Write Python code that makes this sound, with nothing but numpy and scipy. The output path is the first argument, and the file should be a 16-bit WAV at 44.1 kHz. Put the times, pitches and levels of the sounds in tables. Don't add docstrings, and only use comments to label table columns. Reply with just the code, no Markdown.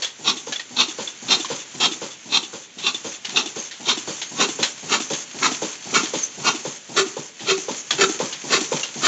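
import sys
import numpy as np
from scipy import signal
from scipy.fft import rfft, irfft
from scipy.io import wavfile
from scipy.ndimage import uniform_filter1d

SR = 44100
rng = np.random.default_rng(int(sys.argv[2]) if len(sys.argv) > 2 else 0)


def bounce(signal):
    frames = np.transpose(np.atleast_2d(signal))
    limited = np.clip(frames, -1, 1)
    pcm = np.round(limited * 32767).astype(np.int16)
    wavfile.write(sys.argv[1], SR, pcm)


N = 399987
TAPS, SHOT = 4096, 16384
FREQ = np.maximum(np.arange(TAPS // 2 + 1) * SR / TAPS, 1)
AGE = np.arange(SHOT) / SR
TIME = np.arange(N) / SR
FIRST_CYCLE_S = -.046
ECHO_S, SEAT_S, INTAKE_S, FIRING_S, TAPPET_S = .019, .087, .235, .338, .411

# t/s, place (0 head, 1 barrel, 2 governor)
LISTENER_PATH = [(0, 0), (3.6, 0), (4.5, 1), (6.5, 1), (7.0, 2), (9.1, 2)]
# t/s, speed/rpm
CRANK_SPEED = [(0, 232.5), (3.5, 233.3), (7.2, 232.6), (8.3, 231.6)]
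# t/s, level/dB
RUNNING_LEVEL = [(.45, -9.5), (1.5, 0.5), (2.68, -12.5), (3.0, -5), (3.55, -5.5), (4.3, 0.5), (6.15, 3.5),
                 (6.65, -2.5), (7.3, -6), (7.7, 0), (8.2, 5), (9, 5.5)]
# fraction of the cycle, level/dB
CAM_LOAD_CURVE = [(0, 5), (.06, 4.5), (.23, 1.5), (.28, -7.5), (.42, -4.5), (.54, 0), (.66, 9.5), (.76, 2),
                  (.87, 4), (.97, -2.5)]
# t/s, f/Hz, level/dB, half-width/s
SQUEAL_EVENTS = [(3.6, 6450, -27.5, 0.0075), (3.65, 6380, -39.5, 0.023), (4.27, 6500, -40, 0.16),
                 (5.07, 6020, -39, 0.023), (5.17, 6300, -51, 0.014), (6.19, 6600, -29.5, 0.021),
                 (6.238, 6220, -25.5, 0.015), (7.79, 6800, -36, 0.021)]
# f/Hz, level/dB
BEVEL_MODES = [(4450, 10), (5700, -2.5), (5950, 1.5), (6240, 3.5), (6460, 6), (7050, 3.5)]
# t/s, level/dB, ring f/Hz, ring over rattle/dB, rattle
# t60/s
CLINK_EVENTS = [(0.021, -7, 4400, -7, 0.26), (0.045, -12, 3360, 2.5, 0.04), (0.522, -8, 1706, -9, 0.15),
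                (0.559, -18.5, 3410, 6, 0.05), (0.595, -14, 1870, -4, 0.13),
                (1.074, -19.5, 3440, 6.5, 0.11), (1.446, -13, 1053, -3, 0.12),
                (2.784, -16.5, 3720, -11, 0.44), (2.945, -24.5, 3510, 13.5, 0.056),
                (3.247, -11, 2940, -6, 0.16), (3.291, -14, 3320, -20, 0.16), (3.71, -17.5, 1840, -11, 0.25),
                (4.215, -9.5, 3500, -37, 0.17), (4.628, 1.5, 4100, -8.5, 0.17),
                (5.134, -9.5, 3400, -13, 0.094), (6.055, -13, 3270, -21, 0.13),
                (7.394, -18.5, 1920, -12, 0.48), (7.906, -3, 1185, -10, 0.18),
                (7.907, -6.5, 3380, 0.5, 0.035), (8.325, -13, 2880, -9, 0.21),
                (8.831, -10.5, 2790, 1, 0.23)]
# f/Hz, width/Hz, level/dB at the head, at the barrel, at the governor
IRON_MODES = [(183, 22, -6, -6.5, -3), (253, 34.5, -10.5, -11, -32), (386.3, 8.3, -34, -8, 13),
              (424, 64, -27, -6.5, 0.5), (600, 160, -24, -22.5, -9), (898, 140, -7, -7, -27),
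              (1126, 110, -4, -4, -5), (1250, 43, -20, -7, -18), (1355, 164, -8.5, -3.5, 0),
              (1777, 29, -18, -9.5, -3), (2010, 150, -15, -11, -7.5), (2260, 80, -10, -5, -4),
              (2600, 132, -1.5, -6.5, -1), (2758, 65, -0.5, -3, -25), (3170, 94, -1, -6.5, -2.5),
              (3650, 36, -21, -12.5, -6), (3665, 340, 2.5, -51, -5.5), (3720, 52, -20, -7, -9),
              (4120, 100, 1.5, -10, -11), (4220, 710, -12, -10.5, -7), (4490, 62, -2, -27, -7),
              (5520, 154, -4.5, -12, -9), (5850, 200, -36, -8.5, -7), (5970, 450, -8.5, -34, -32),
              (6760, 250, -35, -10.5, -49.5), (6940, 396, -11.5, -37.5, -7.5)]
# t/s, level/dB, delay/s
FIRING_DRIFT = [(.28, -13.5, -0.0069), (1.32, -11, -0.001), (2.35, -13.5, -0.005), (2.87, -15.5, -0.0012),
                (3.38, -13.7, -0.0044), (4.6, -14, .006), (6.3, -12.5, .006), (6.98, -13, -0.0036),
                (9.06, -11.5, 0.0026)]
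JOLT_TIMES = [.245, .766, 1.284, 1.802, 3.36, 5.426, 5.94, 6.967, 7.983]
# t/s, level/dB
PISTON_SLAPS = [(0.275, -14), (0.798, -10), (0.811, 3), (1.308, -15), (2.373, 7.5), (2.861, -18),
                (3.373, -26), (4.413, 3), (5.96, 1), (6.985, 3), (8.01, 5), (8.039, 4)]

# f/Hz, level/dB
ROOM_SPECTRUM = [(60, 5.5), (200, 5.5), (1000, 3.5), (4000, -5.5), (7800, 3.5)]
FLYWHEEL_SPECTRUM = [(20, -28), (70, -4), (140, 7), (300, 9.5), (600, 3.5), (1100, 2), (1800, 5.5),
                     (3200, 9.5), (5000, 0.5), (7800, -34)]
GEAR_SPECTRUM = [(200, -18), (1000, -1), (2000, 0), (3400, -1), (4300, -6), (5000, 0), (5700, 2.5),
                 (6450, 5.5), (7200, 6.5), (7800, -1)]
LINK_SPECTRUM = [(80, -46), (300, -18), (900, -11), (1200, -14.5), (1600, -8.5), (2700, -7), (3300, -1.5),
                 (3700, -4.5), (4200, -5), (5000, -10.5), (6500, -6), (7800, -16.5)]
CAM_SPECTRUM = [(80, -50), (160, -12), (250, -2.5), (320, 6), (400, -7.5), (540, -16.5), (660, -18),
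                (750, -10), (870, -25.5), (3000, -19.5)]
TAPPET_SPECTRUM = [(800, -36), (1500, -26), (2800, -1), (3400, -10), (4300, -1.5), (5000, -9), (6200, 2),
                   (7800, -6)]
INTAKE_SPECTRUM = [(60, -39), (125, 1.5), (220, 2.5), (370, 1), (550, -8.5), (670, -5.5), (780, -2.5),
                   (940, -4.5), (1300, -26), (5000, -15)]
POP_SPECTRUM = [(110, -32.5), (250, -13), (340, -8), (440, 6), (570, -8), (680, -10.5), (1300, -35)]
CHUFF_SPECTRUM = [(70, -59), (115, -15.5), (160, -10), (215, -15), (330, 3.5), (400, -4.5), (460, -6),
                  (570, -2), (660, -13.5), (800, -5), (1100, -11), (1500, -17), (4000, -52)]
GAS_SPECTRUM = [(500, -24), (1300, -10), (2200, -1), (3400, 9), (4200, 4), (5000, 4), (6400, -32),
                (7800, -26)]
PIPE_SPECTRUM = [(70, -46), (125, -10), (170, 2), (260, -4.5), (380, -20), (800, -36)]
CRANKCASE_SPECTRUM = [(80, -36.5), (170, -17), (260, -3.5), (310, -9), (385, -2.5), (460, -6.5),
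                      (550, -21.5), (800, -11.5), (2000, -51)]
IMAGE_SPECTRUM = [(8350, -16.5), (9000, -48), (10000, -37), (11100, -29.5), (12000, -59), (13000, -57),
                  (14500, -50.5)]


def amp(db):
    return 10 ** (np.asarray(db) / 20)


def unit(x):
    return x / np.sqrt(np.mean(x ** 2))


def unit_onset(x):
    return x / np.sqrt(np.mean(x[:int(.03 * SR)] ** 2))


def decay(t60):
    return np.exp(-np.log(1000) * AGE / t60)


def add(track, s, sound):
    start = int(s * SR)
    at = np.arange(max(start, 0), min(start + len(sound), N))
    track[at] += sound[at - start]


def curve(table, s, column=1):
    columns = np.transpose(table)
    return np.interp(s, columns[0], columns[column])


def minimum_phase(x, db):
    cepstrum = irfft(np.log(amp(db)))
    cepstrum[1:TAPS // 2] *= 2
    cepstrum[TAPS // 2 + 1:] = 0
    response = irfft(np.exp(rfft(cepstrum)))
    return signal.oaconvolve(x, response)[:len(x)]


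def colour(x, spectrum):
    hz, db = np.transpose(spectrum)
    return minimum_phase(x, np.interp(np.log(FREQ), np.log(hz), db))


def resonance(x, hz, width_hz):
    return minimum_phase(x, -10 * np.log10(1 + ((FREQ - hz) / width_hz * 2) ** 2))


def impacts(size, rate, spread_db):
    out, at = np.zeros(size), np.flatnonzero(rng.random(size) < rate / SR)
    out[at] = rng.choice([-1, 1], len(at)) * amp(spread_db * rng.standard_normal(len(at)))
    return unit(out)


def dispersion(t60, colouring):
    spectrum = rfft(rng.standard_normal(SHOT) * decay(t60))
    return irfft(spectrum * abs(spectrum) ** (colouring - 1), SHOT)


def place(s):
    return curve(LISTENER_PATH, s)


def level(s, head_db, place_db, follow):
    return head_db + place_db * place(s) + follow * curve(RUNNING_LEVEL, s)


def cycle_starts():
    t = FIRST_CYCLE_S + TIME
    cycles_done = np.cumsum(curve(CRANK_SPEED, t)) / (2 * 60 * SR)
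    return np.interp(np.arange(np.ceil(cycles_done[-1])), cycles_done, t)


def firing_crests():
    s = cycle_starts() + FIRING_S
    return s + curve(FIRING_DRIFT, s, column=2)


def cam_load():
    s = cycle_starts()
    phase = (TIME - s[0]) / np.mean(np.diff(s)) % 1
    return np.interp(phase, *np.transpose(CAM_LOAD_CURVE), period=1)


def strokes(times, levels, spectrum, attack_s, t60, fresh):
    out, (noise_a, noise_b) = np.zeros(N), rng.standard_normal((2, SHOT))
    envelope = (1 - np.exp(-AGE / attack_s)) * decay(t60)
    for s, db in zip(times, levels):
        angle = s / TIME[-1] * np.pi
        repeating = np.cos(angle) * noise_a + np.sin(angle) * noise_b
        response = repeating + fresh * impacts(SHOT, rate=2500, spread_db=5.2)
        add(out, s, amp(db) * unit_onset(colour(response * envelope, spectrum)))
    return out


def workshop(x, t60=0.48, wet_db=-14, build_s=0.0021):
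    reflections = rng.standard_normal(SHOT) * decay(t60) * (1 - np.exp(-AGE / build_s))
    tail = colour(reflections, ROOM_SPECTRUM)
    return x + amp(wet_db) * signal.oaconvolve(x, tail / np.linalg.norm(tail))[:N]


def flywheel():
    rumble = colour(impacts(N, rate=3000, spread_db=0.48), FLYWHEEL_SPECTRUM)
    return unit(rumble) * amp(level(TIME, head_db=-44, place_db=-1.06, follow=0.4))


def joints():
    hits = impacts(N, rate=28, spread_db=3)
    tick = (rng.standard_normal(SHOT) * decay(t60=.05))[:TAPS]
    ticks = colour(signal.oaconvolve(hits, tick)[:N], LINK_SPECTRUM)
    return unit(ticks) * amp(level(TIME, head_db=-45, place_db=0.5, follow=1) + cam_load())


def squeals():
    out, t = np.zeros(N), AGE - AGE.mean()
    for s, hz, db, half_width_s in SQUEAL_EVENTS:
        tone = unit(resonance(impacts(SHOT, rate=1000, spread_db=0.88), hz, width_hz=90))
        add(out, s + t[0], amp(db) * tone * np.exp(-.5 * (t / half_width_s) ** 2))
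    return out


def gears(singing_db=-5, wander_db=4):
    teeth = colour(impacts(N, rate=2500, spread_db=1.5), GEAR_SPECTRUM)
    singing, knots_s = np.zeros(N), np.linspace(0, TIME[-1], 150)
    for hz, mode_db in BEVEL_MODES:
        wander = np.interp(TIME, knots_s, rng.standard_normal(len(knots_s)))
        singing += resonance(teeth, hz, width_hz=110) * amp(mode_db + wander_db * wander)
    db = level(TIME, head_db=-34.5, place_db=-0.27, follow=0.67) + cam_load()
    return unit(unit(teeth) + amp(singing_db) * unit(singing)) * amp(db)


def clinks(ring_t60=0.054, beat_hz=45, crack_db=5, crack_t60=0.0055, crest_factor_db=17):
    out = np.zeros(N)
    attack = 1 - np.exp(-AGE / .0018)
    for s, db, hz, ring_db, t60 in CLINK_EVENTS:
        envelope = (decay(t60) + amp(crack_db) * decay(crack_t60)) * attack
        rattle = unit_onset(colour(impacts(SHOT, rate=4000, spread_db=3.3) * envelope, LINK_SPECTRUM))
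        lower = np.sin(2 * np.pi * hz * AGE)
        upper = .5 * np.sin(2 * np.pi * ((hz + beat_hz) * AGE + rng.random()))
        ring = unit_onset((lower + upper) * attack * decay(ring_t60))
        add(out, s, amp(db - crest_factor_db) * (rattle + amp(ring_db) * ring))
    return out


def valves():
    starts = cycle_starts()
    lift, close = starts + TAPPET_S, starts + SEAT_S
    thump_db = level(lift, head_db=-29, place_db=0.4, follow=0.82)
    thump = strokes(lift, thump_db, CAM_SPECTRUM, attack_s=0.0013, t60=0.034, fresh=0.41)
    tappet_db = level(lift, head_db=-29, place_db=-1, follow=0.41)
    tappet = strokes(lift, tappet_db, TAPPET_SPECTRUM, attack_s=0.0096, t60=0.11, fresh=1)
    seat_db = level(close, head_db=-37.5, place_db=-7, follow=.6)
    seat = strokes(close, seat_db, TAPPET_SPECTRUM, attack_s=0.036, t60=0.11, fresh=0.78)
    contacts = tappet + seat
    push_rod = resonance(contacts, hz=3502, width_hz=93) * amp(22.5 - 6.9 * place(TIME))
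    return thump + contacts + push_rod


def intake():
    s = cycle_starts() + INTAKE_S
    db = level(s, head_db=-36.5, place_db=1.1, follow=0.39)
    return strokes(s, db, INTAKE_SPECTRUM, attack_s=0.0038, t60=0.8, fresh=1)


def exhaust():
    s = cycle_starts()
    db = level(s, head_db=-31, place_db=0.7, follow=0.67)
    pop = strokes(s - .001, db, POP_SPECTRUM, attack_s=0.0003, t60=0.077, fresh=0.56)
    chuff = strokes(s - .0008, db + 0.5, CHUFF_SPECTRUM, attack_s=0.00063, t60=0.26, fresh=0.27)
    echo = strokes(s + ECHO_S, db - 5, PIPE_SPECTRUM, attack_s=0.0017, t60=0.056, fresh=0.71)
    gas_db = level(s, head_db=-34, place_db=-2.2, follow=0.76)
    gas = strokes(s - .004, gas_db, GAS_SPECTRUM, attack_s=0.024, t60=0.2, fresh=0.17)
    return pop + chuff + echo + gas


def crankcase(lead_s=.04):
    s = firing_crests() - lead_s
    db = level(s, head_db=-30.5, place_db=-1.16, follow=0.63)
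    return strokes(s, db, CRANKCASE_SPECTRUM, attack_s=0.017, t60=0.37, fresh=2.46)


def iron_response(s, scatter_db=1.24, floor_db=-22):
    modes = np.array(IRON_MODES)
    hz, place_levels = modes[:, :1], modes[:, 2:]
    widths = np.maximum(modes[:, 1:2], .025 * hz)
    shapes = (1 + ((FREQ - hz) / widths) ** 2) ** -2.
    nearness = np.maximum(1 - abs(np.arange(3) - place(s)), 0)
    scatter = amp(scatter_db * rng.standard_normal(len(modes)))
    power = amp(place_levels) ** 2 @ nearness * scatter ** 2
    floor = amp(floor_db) ** 2 * (FREQ > hz.min())
    return 10 * np.log10(power @ shapes + floor)


def knocks(rise_s=0.013, fall_s=0.018, lead_s=.002, slack_db=-8, jolt_db=-14, jolt_s=0.011,
           slap_db=-3, slap_s=0.0026, crack_db=9):
    out, from_crest = np.zeros(N), AGE - AGE.mean()
    swell = 1 / np.cosh(from_crest / np.where(from_crest < 0, rise_s, fall_s))
    for crest in firing_crests():
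        t, force = crest + from_crest, swell
        gain = amp(curve(FIRING_DRIFT, crest))
        iron_db = iron_response(crest)
        crack = minimum_phase(signal.unit_impulse(TAPS), iron_db)
        for s in JOLT_TIMES:
            if t[0] < s < t[-1]:
                jolt = amp(jolt_db) * np.exp(-abs(t - s) / jolt_s)
                force = np.where(t < s, swell * amp(slack_db), swell + jolt)
        for s, db in PISTON_SLAPS:
            if t[0] < s < t[-1]:
                force = force + amp(db + slap_db) * (t > s) * np.exp(-abs(t - s) / slap_s)
                add(out, s, gain * amp(db + crack_db) * crack / abs(crack).max())
        bunches = amp(2 * unit(uniform_filter1d(rng.standard_normal(SHOT), size=150)))
        collisions = force * bunches * impacts(SHOT, rate=2600, spread_db=2)
        blows = signal.fftconvolve(collisions, dispersion(t60=0.037, colouring=0.44))[:SHOT]
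        clatter = unit(minimum_phase(blows, iron_db))
        add(out, t[0] - lead_s, gain * clatter * np.sqrt(np.mean(force ** 2)))
    return signal.sosfilt(signal.butter(4, 150, "highpass", fs=SR, output="sos"), out)


def scene():
    beat = knocks() + crankcase() + valves() + exhaust() + intake()
    engine = beat + gears() + squeals() + flywheel() + joints() + clinks()
    return workshop(engine)[None]


def record(dry, ceiling=.72, band_hz=7650, carrier_hz=16000, top_hz=15700):
    rounded = ceiling * np.tanh(dry / ceiling)
    band = signal.sosfilt(signal.ellip(10, .3, 70, band_hz, fs=SR, output="sos"), rounded)
    image = colour(band[0] * 2 * np.cos(2 * np.pi * carrier_hz * TIME), IMAGE_SPECTRUM)
    return signal.sosfilt(signal.ellip(8, .2, 70, top_hz, fs=SR, output="sos"), band + image)


dry = scene()
out = record(dry)
bounce(out)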